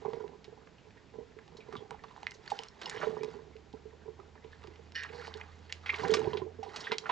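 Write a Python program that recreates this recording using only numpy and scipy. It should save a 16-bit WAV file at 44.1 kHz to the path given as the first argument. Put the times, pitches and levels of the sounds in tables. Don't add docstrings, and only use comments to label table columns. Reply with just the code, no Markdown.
import sys
import numpy as np
from scipy import signal
from scipy.fft import rfft, irfft, next_fast_len
from scipy.io import wavfile
from scipy.ndimage import uniform_filter1d

SR = 44100
rng = np.random.default_rng(int(sys.argv[2]) if len(sys.argv) > 2 else 0)


def generate_wav(signal):
    frames = np.transpose(np.atleast_2d(signal))
    scaled = np.clip(frames, -1, 1) * 32767
    pcm = np.round(scaled).astype(np.int16)
    wavfile.write(sys.argv[1], SR, pcm)


N = 313551
TIME = np.arange(N) / SR
EARS = np.array([[-1], [1]])


def from_db(db):
    return 10 ** (np.asarray(db) / 20)


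def rms_one(x):
    return x / np.sqrt(np.mean(x ** 2) + 1e-20)


def in_time(rows):
    s, *columns = np.transpose(rows)
    return [np.interp(TIME, s, column) for column in columns]


def at_hz(points, hz):
    table_hz, values = np.transpose(points)
    return np.interp(np.log(np.maximum(hz, 1)), np.log(table_hz), values)


def colour(x, gain_at):
    size = next_fast_len(N + SR // 10)
    hz = np.arange(size // 2 + 1) * SR / size
    return irfft(rfft(x, size) * gain_at(hz), size)[..., :N]


def place(x, pan):
    return colour(x, lambda hz: 2 / (1 + from_db(at_hz(pan, hz) * EARS)))


def add(out, s, sound):
    at = max(round(s * SR), 0)
    out[at:at + len(sound)] += sound[:max(N - at, 0)]


def low_pass(x, hz, order):
    return signal.sosfilt(signal.butter(order, min(hz, SR / 2 - 1), fs=SR, output="sos"), x)


def high_pass(x, hz):
    return signal.sosfilt(signal.butter(2, hz, "high", fs=SR, output="sos"), x)


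def ring(clicks, hz, t60):
    radius = from_db(-60 / (t60 * SR))
    w = 2 * np.pi * hz / SR
    poles = [1, -2 * radius * np.cos(w), radius * radius]
    return signal.lfilter([0, np.sin(w)], poles, clicks + 1e-18)


def resonate(x, hz, q):
    q = max(q, hz / 9000)
    return signal.lfilter(*signal.iirpeak(hz, q, fs=SR), x + 1e-18)


def background(air_db=-60, apart=0.54, hum_right_db=3):
    # [f/Hz, relative level/dB per Hz]
    air_spectrum = [(15, -31), (25, -7.5), (76, 2.5), (224, -2), (332, -6), (435, -4.5), (571, -10.5),
                    (846, -11), (1110, -15), (1950, -17), (4520, -23), (7570, -30), (8360, -50),
                    (9000, -84.5), (11700, -100), (19800, -120)]
    # [f/Hz, left minus right/dB]
    air_pan = [(40, -6), (150, -8.5), (420, -7.5), (1000, -0.5), (3000, 0.5), (8000, 0)]
    # [t/s, f/Hz, amplitude/dB]
    hum_glide = [(0, 69.5, -71), (3.1, 67.9, -73), (3.5, 70.9, -59), (4.2, 77.84, -58.5), (5.0, 81, -54.5),
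                 (5.8, 82.3, -52.5), (6.3, 86.1, -52), (6.6, 88.3, -53.5), (6.8, 90.7, -72),
                 (7.11, 85, -96)]
    air = rng.standard_normal(N) + apart * rng.standard_normal((2, N))
    air = rms_one(colour(air, lambda hz: from_db(at_hz(air_spectrum, hz))))
    hz, db = in_time(hum_glide)
    hum = from_db(db) * np.sin(2 * np.pi * np.cumsum(hz) / SR)
    return place(from_db(air_db) * air, air_pan) + hum * from_db(hum_right_db * EARS)


def surroundings(x, near_db=-13, near_t60=0.17, room_db=-17, room_t60=0.28, dull_hz=7000):
    t = TIME[:SR // 2]
    near = rng.standard_normal(len(t)) * from_db(-60 * t / near_t60) * (t > .002)
    room = rng.standard_normal((2, len(t))) * from_db(-60 * t / room_t60) * (t > .006)
    echoes = from_db(near_db) * rms_one(near) + from_db(room_db) * rms_one(room)
    echoes = low_pass(echoes / np.sqrt(len(t)), dull_hz, order=1)
    return x + signal.fftconvolve(x[None], echoes, axes=1)[:, :N]


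def bowl(x, trim_db=-1):
    # [f/Hz, level before trim/dB, t60/s]
    bowl_modes = [(445, -10, 0.22), (672, -3, 0.062), (805, -4.5, 0.081), (1184, -18.5, 0.29),
                  (1350, -11.5, 0.26), (1530, -10.5, 0.4), (2068, -8, 0.049), (2330, -17, 0.18),
                  (2910, -7, 0.085), (3810, -7.5, 0.025), (4430, -7, 0.068), (5400, 1, 0.067)]
    out = x
    for hz, db, t60 in bowl_modes:
        q = np.pi * hz * t60 / np.log(1000)
        out = out + from_db(db + trim_db) * resonate(x, hz, q)
    return out


def kneading(attack_s=0.052, release_s=0.059, gurgle_lag_s=0.0067, gurgle_release_s=0.16):
    # [start t/s, held/s, gurgle level/dB, squelch level/dB, fizz level/dB]
    squeezes = [(0.01, 0.2, -55, -62.5, -67.5), (1.38, 0.2, -62.5, -85, -81),
                (1.682, .12, -58, -63.5, -70.5), (2.1, 0.2, -87, -63.5, -69),
                (2.48, 0.15, -88, -56.5, -59.5), (2.86, 0.1, -53, -49.5, -56),
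                (3.021, 0.027, -45.5, -46.5, -54.5), (3.08, 0.27, -55, -60.5, -65),
                (4.5, 0.34, -70, -68, -72), (5.13, 0.15, -63.5, -55, -61), (5.37, 0.043, -86, -53.5, -65),
                (5.5, 0.39, -95, -66.5, -68.5), (5.929, 0.076, -58.5, -48, -53.5),
                (6.03, 0.13, -41.5, -45.5, -51.5), (6.2, 0.15, -49, -53.5, -59.5),
                (6.737, 0.14, -56.5, -51, -56.5), (7.074, .1, -50, -50, -60)]
    # [gurgle level/dB, squelch level/dB, fizz level/dB]
    resting_db = (-70.5, -75.5, -80)
    timing = [(gurgle_lag_s, gurgle_release_s), (0, release_s), (0, release_s)]
    levels, t = [], TIME[::32]
    for k, (lag_s, fall_s) in enumerate(timing):
        power = from_db(resting_db[k]) ** 2
        for start, held, *db in squeezes:
            age = t - start - lag_s
            build = np.minimum(age, 0) / attack_s
            fall = np.maximum(age - held, 0) / fall_s
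            power = power + (from_db(db[k]) * np.exp(build - fall)) ** 2
        levels.append(np.interp(TIME, t, 10 * np.log10(power)))
    return levels


def stirred(level_db, per_s):
    chance = rng.standard_normal((200, 2))
    moments = (np.arange(len(chance)) + rng.random(len(chance))) / per_s
    rows = []
    for s, draw in zip(moments, chance):
        if s < TIME[-1]:
            effort_db = np.interp(s, TIME, level_db) - level_db.min()
            rows.append((s, effort_db, *draw))
    return rows


def thuds(swell_s=0.0036):
    # [t/s, envelope peak level/dB, f/Hz]
    lurches = [(0.054, -44, 166), (1.755, -42, 227), (1.778, -44, 126), (3.033, -45.5, 140),
               (3.737, -41.5, 265), (6.12, -34.5, 181), (6.269, -31.5, 110), (6.915, -39.5, 213)]
    out, t = np.zeros(N), TIME[:SR // 8]
    shape = t / swell_s * np.exp(1 - t / swell_s)
    for s, db, hz in lurches:
        add(out, s, from_db(db) * shape * np.sin(2 * np.pi * hz * t))
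    return out


def ticks(fizz_db, per_s=14, click_db=-47, spread_db=2, centre_hz=2800, top_hz=5800,
          rate_follows=0.83, level_follows=.6):
    effort_db = fizz_db - fizz_db.min()
    born = rng.random(N) < per_s * from_db(rate_follows * effort_db) / SR
    db = click_db + level_follows * effort_db + spread_db * rng.standard_normal(N)
    return low_pass(resonate(born * from_db(db), centre_hz, 1), top_hz, order=2)


def seep(per_s=1800, fold_hz=4480, fold_q=6.5, trim_db=-1):
    # [t/s, level before trim/dB]
    seeping_course = [(5.12, -74), (5.155, -56.5), (5.172, -66), (5.195, -57), (5.22, -63), (5.255, -57),
                      (5.288, -56.5), (5.31, -78)]
    db, = in_time(seeping_course)
    clicks = rng.standard_normal(N) * (rng.random(N) < per_s / SR)
    seeping = (TIME > seeping_course[0][0]) & (TIME < seeping_course[-1][0])
    hiss = resonate(resonate(clicks, fold_hz, fold_q), fold_hz, 2.2)
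    return from_db(db + trim_db) * seeping * rms_one(hiss)


def squeak(jitter=1.1, rasp=0.098, rasp_rise=1.2, skin_q=5.4, trim_db=2.0, dulling_db_per_s=70):
    # [t/s, slips per s/Hz, level before trim/dB]
    rubbing_course = [(4.946, 193, -64), (4.956, 155, -39), (4.968, 186, -39.5), (4.988, 96, -42),
                      (5.005, 170, -44.5), (5.025, 150, -46), (5.055, 143, -48), (5.08, 100, -57)]
    # [f/Hz, starting relative level/dB, t60/s]
    skin_modes = [(1700, -1, 0.025), (1840, 11.5, 0.014), (2400, -2.5, 0.02), (2915, -2, 0.027),
                  (3650, 1, 0.0068), (4340, 1, 0.014), (4980, 2, 0.01), (5470, -1.5, 0.015)]
    per_s, db = in_time(rubbing_course)
    start_s, base_hz = rubbing_course[0][0], skin_modes[0][0]
    rubbing = (TIME > start_s) & (TIME < rubbing_course[-1][0])
    turns = np.cumsum(rubbing * per_s * (1 + jitter * rng.standard_normal(N))) / SR
    slips = np.diff(np.floor(turns), prepend=0)
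    drag = rng.standard_normal(N) * (1 - turns % 1) * rubbing
    tilt_db = dulling_db_per_s * (TIME - start_s) * rubbing
    sound = 0
    for hz, level, t60 in skin_modes:
        ratio = hz / base_hz
        drive = rms_one(slips + rasp * ratio ** rasp_rise * drag)
        mode = resonate(ring(drive, hz, t60), hz, skin_q)
        sound = sound + from_db(level - tilt_db * np.log2(ratio)) * mode
    power = np.maximum(uniform_filter1d(sound ** 2, size=900), 1e-6)
    return from_db(db + trim_db) * sound / np.sqrt(power) * rubbing


def grains(spectrum, per_s, cycles, spread_db, count, softness=2.56):
    out = np.zeros(N)
    born = np.flatnonzero(rng.random(N) < per_s / SR)
    size, sign, pitch = rng.random((3, N))[:, born]
    sizes = from_db(spread_db * np.minimum(-np.log(size), 4)) * np.sign(sign - .5)
    band = (pitch * count).astype(int)
    for k, hz in enumerate(np.geomspace(spectrum[0][0], spectrum[-1][0], count)):
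        clicks = np.zeros(N)
        clicks[born] = sizes * (band == k)
        bubbles = resonate(ring(clicks, hz, cycles / hz), hz, softness)
        out += bubbles * (from_db(at_hz(spectrum, hz)) * np.sqrt(hz / (bubbles @ bubbles)))
    return rms_one(out)


def spurts(per_s=160, decay_s=0.0061, between=0.6):
    gaps, sizes = rng.uniform(.3, 1.7, (2, 2000))
    starts = np.cumsum(gaps) / per_s
    starts = starts - starts[0]
    last = np.searchsorted(starts, TIME, side="right") - 1
    return rms_one(between + sizes[last] * np.exp(-(TIME - starts[last]) / decay_s))


def squelch(low, middle, high, gurgle_db=-1, hollow_db=-5, hollow_hz=440, hollow_q=18,
            squelch_db=-1.5, fizz_db=-2.5):
    # [f/Hz, relative level/dB per Hz]
    big_spectrum = [(80, -24.5), (130, -8.5), (200, -6.5), (300, -15), (380, -3.5), (440, -2), (540, -19),
                    (700, -15), (1000, -16)]
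    middling_spectrum = [(450, -3.5), (650, -5), (900, 7), (1250, 0), (1900, 3.5), (2600, -12),
                         (3600, -20.5)]
    fine_spectrum = [(1800, -9.5), (2800, 5.5), (3600, 3.5), (4600, 4), (5500, -3), (7000, -3), (9000, -37)]
    big = grains(big_spectrum, per_s=1200, cycles=15.0, spread_db=6.0, count=22)
    middling = grains(middling_spectrum, per_s=8000, cycles=30.0, spread_db=3.0, count=34)
    fine = grains(fine_spectrum, per_s=9000, cycles=72, spread_db=5.0, count=22)
    hollow = rms_one(resonate(big, hollow_hz, hollow_q))
    gurgle = from_db(low) * (from_db(gurgle_db) * big + from_db(hollow_db) * hollow)
    spray = from_db(middle + squelch_db) * middling + from_db(high + fizz_db) * fine
    return gurgle + spray * spurts()


def plops(stretch_per_s=0.13):
    # [t/s, envelope peak level/dB, starting f/Hz, swell/s, decay/s]
    pockets = [(0.057, -38.5, 985, 0.0022, 0.0018), (0.065, -34.5, 940, .002, 0.0038),
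               (0.135, -37.5, 960, 0.00084, 0.0045), (0.206, -48, 926, 0.0011, .003),
               (1.755, -40, 1160, 0.0033, 0.0031), (1.944, -40.5, 840, .002, 0.0033),
               (2.163, -42.5, 940, .001, 0.0022), (2.177, -41, 910, .0012, 0.0027),
               (2.2301, -37, 890, 0.0024, 0.0023), (2.2685, -34.5, 1980, 0.00023, 0.0017),
               (2.4773, -36.5, 4400, .001, 0.0011), (2.5176, -23, 824, 0.0023, 0.0033),
               (2.8582, -34.5, 2910, 0.0009, 0.0032), (2.8589, -36, 5200, .001, 0.0041),
               (2.865, -33.5, 904, 0.0035, 0.0028), (3.028, -32.5, 596, 0.0073, 0.0095),
               (3.166, -41.5, 1206, 0.0016, 0.0031), (4.53, -48.5, 1730, 0.0029, 0.0032),
               (5.197, -40, 1700, 0.0019, 0.0024), (5.222, -44, 1380, 0.0022, 0.0048),
               (5.251, -43, 1580, 0.0015, 0.002), (5.309, -43.5, 1090, 0.0015, 0.002),
               (4.958, -35.5, 2960, 0.004, 0.0025), (5.279, -34.5, 965, 0.001, 0.0022),
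               (5.32, -45, 1600, .001, 0.0018), (5.892, -20.5, 2085, 0.004, 0.0055),
               (6.036, -36, 786, 0.014, 0.019), (6.103, -38.5, 3220, 0.0025, 0.0056),
               (6.1376, -28, 1163, 0.0025, 0.0093), (6.332, -30.5, 977, 0.0011, 0.0063),
               (6.4175, -37.5, 1024, 0.001, 0.0066), (6.628, -35, 785, 0.0031, 0.0072),
               (6.8685, -29, 1710, 0.002, 0.003), (6.919, -27.5, 957, 0.0056, 0.0033),
               (7.0949, -20.5, 980, 0.0048, 0.0036)]
    out, t = np.zeros(N), TIME[:SR // 16]
    for s, db, hz, swell_s, decay_s in pockets:
        shape = np.minimum(t / swell_s, 1) * np.exp(-np.maximum(t - swell_s, 0) / decay_s)
        cycles = hz * t * (1 + stretch_per_s * t)
        add(out, s, from_db(db) * shape * np.sin(2 * np.pi * cycles))
    return out


def random_snaps(squelch_db, per_s=10, rest_db=-69, follows=0.53, spread_db=6,
                 centre_hz=1700, spread_octaves=0.65, q=8.7, top_hz=6200, crackle_s=0.016):
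    rows = []
    for s, effort_db, size, pitch in stirred(squelch_db, per_s):
        db = rest_db + follows * effort_db + spread_db * size
        hz = min(centre_hz * 2 ** (spread_octaves * pitch), top_hz)
        rows.append((s, db, hz, q, top_hz, crackle_s))
    return rows


def snaps(squelch_db, crackles_per_s=4000, first=0.65, low_share=0.19,
          bubble_db=-4, bubble_q=22, bubble_spread=0.41):
    # [t/s, rms level over 15 ms/dB, cavity f/Hz, cavity Q, upper edge f/Hz, crackle decay/s]
    set_snaps = [(0.0569, -54, 990, 1.7, 4520, 0.0037), (0.134, -57, 1950, 0.89, 4100, 0.0026),
                 (0.2075, -69, 940, 3.5, 3480, 0.0018), (0.279, -61.5, 2260, 0.34, 4500, 0.0017),
                 (0.4435, -55.5, 3230, 1.1, 4900, 0.0067), (0.6724, -60.5, 1320, 2, 5000, 0.0028),
                 (0.9063, -65, 2150, 2.7, 5500, 0.0022), (1.3883, -56.5, 1640, 12, 6400, 0.0024),
                 (1.4785, -64.5, 2040, 0.63, 6000, 0.0018), (1.569, -57, 4150, 2.4, 6300, 0.01),
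                 (1.7257, -48, 1200, 5, 6600, 0.012), (1.7536, -46, 1010, 9.8, 5550, 0.0024),
                 (1.908, -47, 920, 1.4, 7950, 0.0017), (1.923, -56, 1320, 1.3, 4030, 0.045),
                 (2.0383, -47.5, 940, 3.4, 5460, 0.0055), (2.083, -62.5, 1590, 0.89, 4500, 0.0063),
                 (2.163, -61, 1700, 4.5, 4500, 0.0018), (2.178, -75, 1520, 2, 4500, 0.0025),
                 (2.231, -53, 1030, 0.32, 5560, 0.00095), (2.2685, -37, 2040, 5.4, 4800, 0.00036),
                 (2.277, -52.5, 2100, 5.4, 3000, 0.0073), (2.3095, -55, 4460, 2.8, 7900, 0.0016),
                 (2.3183, -52, 2060, 3.5, 6600, 0.0015), (2.346, -63, 4700, 3, 6040, .006),
                 (2.461, -59, 2120, 1.2, 5000, 0.0041), (2.477, -49.5, 1790, 7.1, 5440, 0.0021),
                 (2.501, -47, 1900, 0.11, 6400, 0.015), (2.5898, -42, 3650, 1.1, 5300, 0.0021),
                 (2.635, -51, 2920, 0.3, 6460, 0.0014), (2.6845, -56, 4600, 2.3, 6000, 0.0024),
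                 (2.815, -45, 1210, 0.52, 6000, 0.0098), (2.832, -52, 3800, 2.2, 5000, 0.0031),
                 (2.858, -46, 4030, 3.4, 5570, 0.0019), (2.885, -61, 4020, 0.78, 6000, 0.0011),
                 (2.8967, -43.5, 4800, .4, 6100, 0.0043), (2.912, -44, 1720, 8.2, 3000, 0.03),
                 (2.962, -48.5, 1600, 1.5, 4500, 0.0024), (2.973, -48, 1770, 9.3, 4000, 0.004),
                 (3.0144, -42, 1370, 5.3, 2980, 0.0024), (3.022, -43, 1620, 4.5, 2600, 0.0028),
                 (3.029, -42.5, 1320, 3.5, 3000, 0.0034), (3.038, -44, 1350, 1.9, 3020, 0.0041),
                 (3.044, -46, 1350, 2.1, 3470, .003), (3.167, -56, 1230, 8.3, 2500, 0.0063),
                 (3.233, -49.5, 1530, 0.34, 6300, 0.0043), (3.246, -55.5, 3040, 0.6, 5950, 0.0018),
                 (3.5656, -62.5, 2720, 1.3, 5500, 0.0019), (3.7287, -65, 3900, 1.7, 5850, 0.0041),
                 (4.199, -55.5, 1320, 6.7, 5000, 0.0046), (4.354, -58.5, 960, 2.6, 3500, .005),
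                 (4.3772, -62.5, 1730, 8.3, 5000, 0.0018), (4.4406, -62, 2490, 2.6, 5000, 0.0079),
                 (4.5304, -59.5, 1710, 3.5, 4000, 0.003), (4.62, -64, 1700, 3, 4000, 0.0018),
                 (4.638, -59, 1900, 1.1, 5500, 0.0024), (4.672, -58, 2180, 1.05, 5420, 0.004),
                 (4.7584, -63, 2780, 1.8, 5000, 0.0033), (4.921, -59.5, 3000, 1.1, 5860, 0.0013),
                 (5.034, -44.5, 2130, 1, 6850, 0.0032), (5.048, -47.5, 1290, 2.7, 3500, 0.015),
                 (5.089, -52, 1920, 2.9, 4500, 0.0081), (5.132, -58, 2320, 3.4, 4000, .006),
                 (5.183, -61, 1800, 2, 3900, .002), (5.213, -56, 2130, 3.1, 3950, 0.0024),
                 (5.222, -51, 1500, 2, 3000, 0.024), (5.248, -51, 1700, 2.2, 5000, 0.0037),
                 (5.271, -53, 2190, 1.2, 7000, 0.004), (5.3402, -48.5, 4030, 2, 4370, 0.0014),
                 (5.372, -60.5, 3480, 0.65, 6940, .008), (5.4125, -47, 1990, 2, 3070, 0.0024),
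                 (5.72, -62, 2500, 1, 6000, 0.0027), (5.7245, -38.5, 2980, 1.7, 6200, 0.0027),
                 (5.8603, -39.5, 1900, 1.9, 4860, 0.022), (5.8922, -41, 2135, 2.9, 3430, 0.0028),
                 (5.8965, -34.5, 2140, 3.6, 3700, .003), (5.902, -31.5, 2135, 3.5, 3800, 0.0034),
                 (5.932, -44.5, 1210, 4.3, 2520, 0.0057), (5.9423, -38, 2110, 2.6, 4000, 0.0041),
                 (5.96, -53, 3880, 3.8, 5960, 0.0018), (5.986, -53, 2600, 1, 5000, .002),
                 (5.995, -45, 1400, 3.3, 4000, .003), (6.022, -48, 1090, 1.2, 2800, 0.025),
                 (6.036, -50, 4350, 5.5, 6030, 0.01), (6.049, -39, 1700, 5.4, 2830, 0.011),
                 (6.082, -51, 3840, 0.52, 7100, .002), (6.1058, -54, 3180, 3, 5000, 0.0027),
                 (6.113, -49, 3460, 0.48, 7100, .005), (6.1385, -28, 1184, 0.23, 6170, 0.0094),
                 (6.17, -44, 1700, 1, 4960, 0.0027), (6.194, -56, 3500, .6, 6630, 0.00083),
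                 (6.2445, -53, 2220, 2.5, 5500, 0.0012), (6.3325, -47.5, 3050, 3, 4500, 0.006),
                 (6.4175, -58, 1230, 2, 3500, 0.0016), (6.3715, -43.5, 3030, 1.5, 4200, 0.009),
                 (6.631, -51.5, 1440, 0.43, 5860, 0.015), (6.7605, -41, 3120, 0.38, 5600, 0.012),
                 (6.805, -47, 4400, 2.9, 6400, 0.012), (6.8416, -46, 3370, 4.8, 4040, 0.034),
                 (6.869, -37.5, 1790, 6, 2400, 0.012), (6.912, -44, 1650, 6.2, 3500, 0.0026),
                 (6.918, -33, 2320, 0.22, 3870, 0.011), (6.983, -37.5, 4100, 1.8, 5800, 0.0023),
                 (7.057, -40, 1470, 1.9, 2400, 0.014), (7.093, -31.5, 1076, 0.78, 3470, 0.039)]
    out, t = np.zeros(N), TIME[:SR // 12]
    frame = round(.015 * SR)
    for s, db, hz, q, top_hz, length_s in set_snaps + random_snaps(squelch_db):
        crackling = rng.random(len(t)) < crackles_per_s / SR
        clicks = rng.uniform(-0.93, 1, len(t)) * crackling * np.exp(-t / length_s)
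        clicks[0] = first
        cavity = resonate(clicks, hz, q)
        pitches = np.clip(hz * np.exp(bubble_spread * rng.standard_normal(size=4)), 700, 7000)
        bubbles = sum(resonate(cavity, pitch, bubble_q) for pitch in pitches)
        snap = low_pass(cavity + from_db(bubble_db) * bubbles, top_hz, order=4)
        snap = high_pass(snap, low_share * hz)
        add(out, s, from_db(db) * snap * np.sqrt(frame / np.sum(snap ** 2)))
    return out


def random_knocks(gurgle_db, per_s=15, rest_db=-56.5, follows=0.15, spread_db=3,
                  centre_hz=430, spread_hz=27.2, overtone_db=-8.5):
    rows = []
    for s, effort_db, size, pitch in stirred(gurgle_db, per_s):
        db = rest_db + follows * effort_db + spread_db * size
        rows.append((s, db, centre_hz + spread_hz * pitch, db + overtone_db))
    return rows


def knocks(gurgle_db, hollow_db=-1, overtone_db=-9, swell_s=0.0078, overtone_swell_s=0.0031,
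           scatter_db=2.0, bend_per_s=1.8):
    # [t/s, hollow level before trims/dB, hollow f/Hz, overtone level before trims/dB]
    set_knocks = [(0.019, -38.5, 435, -51), (0.05, -26.5, 419, -37), (0.078, -32, 438, -48),
                  (0.131, -27.5, 449, -44), (0.144, -39.5, 420, -53), (0.167, -33.5, 445, -56),
                  (0.202, -34.5, 430, -50), (0.24, -36, 411, -51.5), (0.259, -44, 443, -54),
                  (0.29, -45.5, 430, -54), (0.314, -46.5, 430, -54), (0.333, -52.5, 430, -54),
                  (0.476, -43.5, 417, -70), (0.524, -46, 450, -58), (0.575, -49, 437, -57),
                  (0.622, -51.5, 440, -59), (1.137, -44, 440, -56), (1.154, -41.5, 443, -55),
                  (1.182, -33, 445, -58), (1.206, -45, 448, -59), (1.222, -48, 445, -70),
                  (1.546, -43.5, 443, -62), (1.685, -40.5, 444, -55), (1.733, -35, 415, -62),
                  (1.802, -46, 468, -55), (1.913, -42, 451, -45), (2.52, -37, 454, -44),
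                  (2.592, -42, 453, -43.5), (2.874, -41.5, 460, -46.5), (2.944, -38, 460, -57),
                  (2.965, -35.5, 452, -46), (3.028, -31.5, 432, -35.5), (3.068, -27, 442, -39),
                  (3.095, -41, 452, -57), (3.122, -35, 438, -66), (3.167, -31, 425, -41),
                  (3.207, -32, 426, -67), (3.231, -32.5, 430, -43.5), (3.246, -31.5, 430, -51),
                  (3.278, -33.5, 440, -55), (3.348, -39.5, 416, -57), (3.363, -40.5, 419, -64),
                  (3.389, -37.5, 432, -50), (3.737, -35.5, 427, -50), (3.853, -43, 425, -72),
                  (4.056, -44.5, 415, -57), (4.078, -35, 428, -52), (4.19, -40.5, 383, -50),
                  (4.444, -42, 430, -56.5), (4.641, -43, 437, -52), (4.674, -42, 387, -56),
                  (4.79, -46, 452, -68), (5.098, -45, 446, -66), (5.132, -40, 447, -63),
                  (5.145, -43, 453, -49), (5.166, -45, 444, -60), (5.183, -41, 463, -55),
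                  (5.197, -48, 458, -60), (5.277, -43.5, 445, -55), (5.352, -42, 411, -54),
                  (5.989, -41, 437, -44.5), (6.035, -28.5, 445, -32.5), (6.064, -31, 458, -38),
                  (6.091, -28.5, 427, -56), (6.115, -24.5, 430, -57), (6.144, -29, 445, -49),
                  (6.166, -26.5, 387, -52), (6.193, -34, 424, -52), (6.228, -31.5, 424, -48),
                  (6.249, -31.5, 434, -56), (6.27, -24.5, 395, -36.5), (6.29, -38, 430, -49),
                  (6.331, -32, 432, -45), (6.347, -30.5, 393, -43), (6.369, -30, 421, -46.5),
                  (6.416, -31, 384, -43), (6.439, -41.5, 385, -71), (6.586, -40.5, 430, -57),
                  (6.662, -40, 440, -41), (6.679, -40.5, 390, -46.5), (6.919, -30.5, 452, -44),
                  (7.097, -37, 440, -52)]
    # [ratio to hollow f, relative level/dB, t60/s]
    hollow_modes = [(0.337, -19.5, 0.061), (0.553, -15.5, 0.032), (0.881, -15, 0.14), (1.011, -2, 0.072),
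                    (1.38, -23, 0.096)]
    # [f/Hz, relative level/dB, t60/s]
    overtone_modes = [(798, 7.5, 0.022), (934, 6, 0.043), (982, 5, 0.076)]
    out, t = np.zeros(N), TIME[:SR // 8]
    for s, lower_db, pitch_hz, upper_db in set_knocks + random_knocks(gurgle_db):
        low = [(ratio * pitch_hz, lower_db + hollow_db + db, t60, swell_s)
               for ratio, db, t60 in hollow_modes]
        high = [(hz, upper_db + overtone_db + db, t60, overtone_swell_s)
                for hz, db, t60 in overtone_modes]
        bent = t + bend_per_s * rng.uniform(-0.81, 1) * (t - swell_s) ** 2
        for hz, db, t60, swell in low + high:
            rise = np.sin(np.pi / 2 * np.minimum(t / swell, 1))
            fade = from_db(db + scatter_db * rng.normal() - 60 * np.maximum(t - swell, 0) / t60)
            add(out, s, rise * fade * np.sin(2 * np.pi * (hz * bent + rng.random())))
    return out


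def scene(low_cut_hz=60):
    # [f/Hz, left minus right/dB]
    toy_pan = [(100, -3.5), (200, -12.5), (420, -19), (700, -15), (1400, -7.5), (2800, -3), (5500, -3),
               (9000, 1.5)]
    # [f/Hz, lead of the left/rad]
    toy_phase = [(0, 0.4), (260, 0.41), (690, -1.74), (950, 0.68), (2670, 0.97), (9220, -1.32)]
    low, middle, high = kneading()
    toy = thuds() + ticks(high) + seep() + squeak() + squelch(low, middle, high)
    toy = toy + plops() + snaps(middle) + knocks(low)
    toy = high_pass(toy, low_cut_hz)
    left, right = place(surroundings(bowl(toy)), toy_pan)
    left = colour(left, lambda hz: np.exp(1j * np.interp(hz, *np.transpose(toy_phase))))
    return background() + np.array([left, right])


def record(dry, cutoff_hz=9400):
    return signal.sosfilt(signal.ellip(10, .1, 70, cutoff_hz, fs=SR, output="sos"), dry)


dry = scene()
out = record(dry)
generate_wav(out)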